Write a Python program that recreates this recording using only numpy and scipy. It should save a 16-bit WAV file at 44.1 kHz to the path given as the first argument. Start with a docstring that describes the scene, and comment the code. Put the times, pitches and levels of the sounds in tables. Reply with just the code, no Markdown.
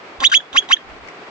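"""Steady wind in the grass throughout (coloured noise), with soft low bumps of a hand shifting on a camera.
Over it a marmot on a concrete path, close by, gives four sharp alarm calls. Puffs of mouth air and low grunts
open them; a rough voice (jittered partials plus resonant noise) sweeps up into a clean whistle and stops.
A faint falling squeak follows each call but the first. Ground colours the voice differently at two
microphone ports; path and slope echo it (decaying noise tails). Two small scuffs come late."""
import sys
import numpy as np
from scipy import signal
from scipy.fft import rfft, irfft, next_fast_len
from scipy.io import wavfile
from scipy.ndimage import uniform_filter1d, minimum_filter1d, map_coordinates

SR = 44100
rng = np.random.default_rng(int(sys.argv[2]) if len(sys.argv) > 2 else 0)


def bounce(signal):
    """Save signal as a 16-bit WAV file at the path given by the first command-line argument."""
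    frames = np.transpose(np.atleast_2d(signal))
    limited = np.clip(frames, -1, 1)
    pcm = np.round(limited * 32767).astype(np.int16)
    wavfile.write(sys.argv[1], SR, pcm)


N = 57330


def amp(db):
    """Decibels to gain."""
    return 10 ** (np.asarray(db) / 20)


def unit(x):
    """Scale to rms 1."""
    return x / np.sqrt(np.mean(x ** 2) + 1e-20)


def along(points, hz):
    """Interpolate (Hz, value) points on a log-frequency axis."""
    f, v = np.transpose(sorted(map(tuple, points)))
    return np.interp(np.log(hz + 1), np.log(f + 1), v)


def since(s):
    """Seconds since s, for every sample."""
    return np.arange(N) / SR - s


def wobble(knots_per_s):
    """Smooth random curve: a spline through normal draws."""
    return map_coordinates(rng.standard_normal(N), [np.arange(N) * knots_per_s / SR + 4])


def filtered(x, response):
    """Apply a complex response of frequency, zero-padded."""
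    m = next_fast_len(N + SR // 2)
    return irfft(rfft(x, m) * response(np.fft.rfftfreq(m, 1 / SR)), m)[..., :N]


def noise(spectrum, resonances=()):
    """Coloured noise of rms 1, lifted in dB at each resonance."""
    def response(hz):
        lift_db = sum(db / (1 + ((hz - centre) / width) ** 2) for centre, width, db in resonances)
        return amp(along(spectrum, hz) + lift_db)
    return unit(filtered(rng.standard_normal(N), response))


BURST_RISE_S = 0.00097


def bursts(rows):
    """Envelope of short bursts: quick exponential rise, slower exponential decay."""
    return sum(amp(db) * np.exp(np.minimum(since(s) / BURST_RISE_S, -since(s) / decay_s))
               for s, db, decay_s in rows)


# wind level before WIND_GAIN_DB: (time [s], level [dB])
WIND_LEVEL = [(0, -43.5), (0.122, -42), (.25, -47), (.45, -46), (.59, -46), (.645, -41), (.70, -46.5),
              (.82, -46), (.93, -42.5), (1.091, -42.5), (1.3, -42)]
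# wind spectrum, relative: (frequency [Hz], level [dB])
GRASS_SPECTRUM = [(35, -29), (60, -15.5), (123, -13.5), (383, -1), (511, -3.5), (755, -2), (890, -5),
                  (1120, -3), (1520, -6), (2300, -7), (3610, -16.5), (5020, -21), (5450, -24),
                  (8230, -33.5), (10700, -71), (18100, -120)]
# left-right correlation of the wind: (frequency [Hz], correlation [-1..1])
WIND_CORRELATION = [(60, 0.031), (160, 1), (420, 0.862), (1110, 0.275), (2940, -0.128), (7780, 0.09)]
WIND_GAIN_DB, FLUTTER_DB = 3, .9


def wind():
    """Grass rush: mid and side noises mixed to a set left-right correlation, with slight flutter."""
    # correlation = cos^2 - sin^2 = cos(2 * turn)
    turn = lambda hz: np.arccos(np.clip(along(WIND_CORRELATION, hz), -1, 1)) / 2
    mid = filtered(noise(GRASS_SPECTRUM), lambda hz: np.cos(turn(hz)))
    side = filtered(noise(GRASS_SPECTRUM), lambda hz: np.sin(turn(hz)))
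    slow_db = np.interp(since(0), *np.transpose(WIND_LEVEL))
    level_db = slow_db + WIND_GAIN_DB + FLUTTER_DB * wobble(43)
    return amp(level_db) * np.array([mid + side, mid - side])


# hand shifts on the camera: (time [s], length [s], level [dB])
HAND_BUMPS = [(0.2, .014, -44.5), (0.263, .018, -47.5), (0.351, .02, -51.5), (0.547, .012, -56.5),
              (0.583, .018, -53.5), (0.915, .06, -46.5), (1.032, 0.0536, -52)]
# bump spectrum, relative: (frequency [Hz], level [dB])
BUMP_SPECTRUM = [(20, -10), (60, -1.5), (120, -12), (300, -49), (1000, -73)]
# small scuffs: (time [s], level [dB], decay [s])
SCUFFS = [(1.076, -33.5, 0.0013), (1.087, -29, 0.0033)]
# scuff spectrum, relative: (frequency [Hz], level [dB])
SCUFF_SPECTRUM = [(300, -15), (1400, -10), (2300, 1.5), (3500, -43), (5000, -11.5), (9000, -35)]


def handling():
    """Gaussian swells of low noise and two short noise scuffs, independent at each port."""
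    swell = sum(amp(db) * np.exp(-(since(s) / length_s) ** 2) for s, length_s, db in HAND_BUMPS)
    scuff = bursts(SCUFFS)
    return np.array([swell * noise(BUMP_SPECTRUM) + scuff * noise(SCUFF_SPECTRUM) for port in range(2)])


def echo(x, t60):
    """Scattered stereo tail: noise in which each frequency decays at its own t60."""
    hz, t, z = signal.stft(rng.standard_normal((2, SR // 3)), SR, nperseg=128)
    decay = amp(-60 * t / along(t60, hz)[:, None])
    tail = signal.istft(z * decay, SR, nperseg=128)[1]
    tail = tail / np.linalg.norm(tail[0])
    return signal.fftconvolve(x[None], tail, axes=1)[:, :N]


# slope decay: (frequency [Hz], t60 [s])
SLOPE_T60 = [(300, .12), (3300, 0.1853), (8000, 0.12)]
# colour of the voice sent to the slope: (frequency [Hz], gain [dB])
SLOPE_COLOUR = [(1000, -8), (2500, -9), (3400, 2), (4200, -6), (6700, 2.5), (9000, -18)]
SLOPE_DB = -22


def slope_echo(voice):
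    """Weak coloured scatter from the slope."""
    sent = filtered(voice, lambda hz: amp(along(SLOPE_COLOUR, hz)))
    return amp(SLOPE_DB) * echo(sent, SLOPE_T60)


PATH_DB, PATH_T60_S = -19.5, 0.028


def path_echo(voice):
    """Short scatter from the path, one t60 for all frequencies."""
    return amp(PATH_DB) * echo(voice, [(1000, PATH_T60_S)])


# ground colour of the voice at the ports, before smoothing: (frequency [Hz], left [dB], right [dB])
PORT_COLOUR = [(680, -5, -5.5), (1010, -10, -16), (1077, -7, 4), (1297, -12.5, -16), (1360, 3.5, 2),
               (1481, -3, -8.5), (1953, -10, -6.5), (2182, 3.5, -7.5), (2427, -6.5, -7.5), (2837, -4, 0),
               (3259, -1.5, 5.5), (3407, -18, 3), (3377, -9, -1.5), (3975, 4, 2.5), (3980, -7, -5),
               (6910, 3.5, -1), (6990, 3.5, -30.5), (8000, -3.5, -15.5)]
# phase by which left leads right, before smoothing: (frequency [Hz], lead [rad])
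LEFT_LEAD = [(1000, 1), (1350, -4), (1850, 1.4272), (2250, -3), (2550, -0.16), (2900, -2), (3700, -1.682),
             (4500, -0.8548), (7000, -1.6759)]
PORT_SMOOTH_HZ = 70


def ports(voice):
    """Direct voice: each port has its own gain and phase over frequency."""
    def response(hz):
        left_db = along([(f, left) for f, left, right in PORT_COLOUR], hz)
        right_db = along([(f, right) for f, left, right in PORT_COLOUR], hz)
        phase = .5 * np.outer([1, -1], along(LEFT_LEAD, hz))
        gain = amp(np.array([left_db, right_db])) * np.exp(1j * phase)
        size = round(PORT_SMOOTH_HZ / hz[1])
        return uniform_filter1d(uniform_filter1d(gain, size), size)
    return filtered(voice, response)


# puffs of air from the mouth: (time [s], level [dB], decay [s])
MOUTH_PUFFS = [(.2045, -19, 0.00794), (.2995, -25.5, 0.009), (.318, -36.5, 0.0027), (.530, -29, 0.024),
               (.689, -27.5, 0.021)]
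# breath spectrum, relative, also in the squeaks: (frequency [Hz], level [dB])
BREATH_SPECTRUM = [(200, -6.5), (800, -6), (1300, 2.5), (2300, -4), (3700, -0.5), (4300, -15), (6400, -22),
                   (7300, -25.5), (9000, -25)]
# throat resonances, also of the rasp: (centre [Hz], half-width [Hz], lift [dB])
THROAT_RESONANCES = [(3704, 140, 6.5), (4750, 110, 12), (5600, 94, 8.5), (6400, 250, 12.5), (7980, 180, 12)]


def puffs():
    """Bursts of breath noise through the throat resonances."""
    return bursts(MOUTH_PUFFS) * noise(BREATH_SPECTRUM, THROAT_RESONANCES)


# faint squeaks after calls: (time [s], mid pitch [Hz], level [dB])
SQUEAK_TABLE = [(.405, 1651, -25.5), (0.626, 1647, -26.5), (.770, 1757, -21.5)]
SQUEAK_S, SQUEAK_FALL_HZ_PER_S, SQUEAK_OCTAVE_DB, SQUEAK_JITTER = 0.0036, 15000, -5.5, .035


def squeak(s, mid_hz, db):
    """Brief falling note, pitch-jittered, with its octave and a little breath."""
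    t = since(s)
    hz = (mid_hz - SQUEAK_FALL_HZ_PER_S * t) * (1 + SQUEAK_JITTER * wobble(900))
    phase = 2 * np.pi * np.cumsum(hz) / SR
    octave = amp(SQUEAK_OCTAVE_DB) * np.sin(2 * phase)
    breath = 0.065 * noise(BREATH_SPECTRUM)
    return amp(db) * np.exp(-(t / SQUEAK_S) ** 2) * (np.sin(phase) + octave + breath)


# grunt partials: (multiple of the pitch, level [dB])
GRUNT_PARTIALS = [(1, 0), (2, -4), (3, 7), (4, 0.5), (5, 6)]
GRUNT_HZ, GRUNT_LEAD_S, GRUNT_S, GRUNT_JITTER = 272, 0.01638, 0.01088, 0.049


def grunt(s, db):
    """A few cycles of a low, harmonic-rich note around the start of the sweep."""
    phase = 2 * np.pi * np.cumsum(GRUNT_HZ * (1 + GRUNT_JITTER * wobble(270))) / SR
    stack = sum(amp(level_db) * np.sin(round(k) * phase + rng.uniform(0, 2 * np.pi))
                for k, level_db in GRUNT_PARTIALS)
    return amp(db) * np.exp(-(since(s - GRUNT_LEAD_S) / GRUNT_S) ** 2) * stack


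# alarm calls: (mid-sweep time [s], low pitch [Hz], top pitch [Hz], level [dB], swell before mid [s],
# swell depth [dB], hold after mid [s], rasp [dB], opening pitch offset [Hz], grunt [dB])
CALLS = [(0.2431, 1088, 3509, -9.5, .030, 20.5, 0.0331, -11, -400, -28.5),
         (0.3433, 1411, 3404, -9.5, .028, 5, 0.03413, -14, 259, -66.5),
         (0.5697, 1084, 3376, -9, 0.034, 35.5, 0.02561, -14.5, -450, -31.5),
         (0.7204, 1090, 3311, -9, .030, 24.5, 0.0214, -13.5, -480, -35.5)]
# rasp spectrum, relative: (frequency [Hz], level [dB])
RASP_SPECTRUM = [(150, -20), (260, -20.5), (420, -34.5), (800, -24), (1200, -7), (2200, 3.5), (3600, -0.5),
                 (4300, -5), (6400, -10), (7300, -18.5), (9000, -13.5)]
SWEEP_S, SWEEP_LEAD_S, OPENING_SHAPE = 0.015, .012, 3.268
SWELL_SHAPE, ATTACK_S, RELEASE_S = 1.203, 0.0036, 0.00188
SAG_HZ, SAG_S = 49.7, 0.0035  # pitch drop reached at the end of the hold, and its time constant
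BREAK_S, BREAK_HZ, BREAK_FADE_S, BREAK_RISE_S = .2697, 330, .03, .0006  # upward crack in the first whistle
JITTER, SHIMMER_DB, CLEAR = 0.028, 3.5, 0.34  # CLEAR: share of roughness left in the whistle
RASP_TOP_DB = -7.5  # rasp at full tension, relative to the low voice
OCTAVE_LOW_DB, OCTAVE_TOP_DB, THIRD_DB, FOURTH_DB = -9.5, -19, -26, -26.5
OVERTONE_SCATTER_RAD = .5


def call(s, low_hz, top_hz, db, swell_s, depth_db, hold_s, rasp_db, opening_hz, grunt_db):
    """Pitch climbs an S-curve; rising tension cuts roughness, overtones and rasp."""
    t = since(s)
    tension = 1 - np.exp(-(np.maximum(t + SWEEP_LEAD_S, 0) / SWEEP_S) ** 2)
    early = np.clip(-t / swell_s, 0, 1)  # 1 at onset, 0 at mid-sweep

    hz = low_hz + (top_hz - low_hz) * tension + opening_hz * early ** OPENING_SHAPE
    hz = hz - SAG_HZ * np.exp(np.minimum((t - hold_s) / SAG_S, 1))
    has_crack = s < BREAK_S < s + hold_s
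    cracked = has_crack * (.5 + .5 * np.tanh(since(BREAK_S) / BREAK_RISE_S))
    hz = hz + BREAK_HZ * cracked * np.exp(-abs(since(BREAK_S)) / BREAK_FADE_S)

    rough = 1 - (1 - CLEAR) * tension
    phase = 2 * np.pi * np.cumsum(hz * (1 + JITTER * rough * wobble(900))) / SR

    attack = np.clip((t + swell_s) / ATTACK_S, 0, 1)
    release = .5 - .5 * np.tanh((t - hold_s) / (2 * RELEASE_S))
    effort = attack * release * amp(db - depth_db * early ** SWELL_SHAPE)

    def partial(order):
        return np.sin(order * phase + OVERTONE_SCATTER_RAD * np.sqrt(tension) * wobble(800))

    # octave and rasp vanish after the crack
    octave_db = OCTAVE_LOW_DB + (OCTAVE_TOP_DB - OCTAVE_LOW_DB) * tension ** 2
    octave = amp(octave_db) * (1 - cracked) * partial(2)
    upper = (1 - tension) * (amp(THIRD_DB) * partial(3) + amp(FOURTH_DB) * partial(4))
    shimmer = amp(SHIMMER_DB * rough * wobble(700))
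    tone = np.sqrt(2) * (np.sin(phase) + octave + upper) * shimmer
    rasp_level = amp(rasp_db + RASP_TOP_DB * tension ** 3) * (1 - cracked)
    rasp = rasp_level * noise(RASP_SPECTRUM, THROAT_RESONANCES)
    return effort * (tone + rasp) + grunt(s, grunt_db)


def scene():
    """Wind, handling, and the marmot's voice, direct and echoed."""
    calls = sum(call(*row) for row in CALLS)
    squeaks = sum(squeak(*row) for row in SQUEAK_TABLE)
    voice = calls + squeaks + puffs()
    return wind() + handling() + slope_echo(voice) + path_echo(voice) + ports(voice)


# recorder treble roll-off: (frequency [Hz], gain [dB])
TREBLE_ROLLOFF = [(7800, 1.5), (8600, -5.5), (9400, -8.5), (10000, -26)]
TOP_HZ = 10200
CEILING, LIMIT_S = .88, .003  # ceiling relative to full scale


def record(dry):
    """Camera: turn down any peaks above the ceiling, roll off treble, cut all from TOP_HZ up."""
    size = round(LIMIT_S * SR)
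    needed = CEILING / np.maximum(abs(dry), CEILING)
    gain = uniform_filter1d(minimum_filter1d(needed, 2 * size), size)
    return filtered(dry * gain, lambda hz: amp(along(TREBLE_ROLLOFF, hz)) * (hz < TOP_HZ))


dry = scene()
out = record(dry)
bounce(out)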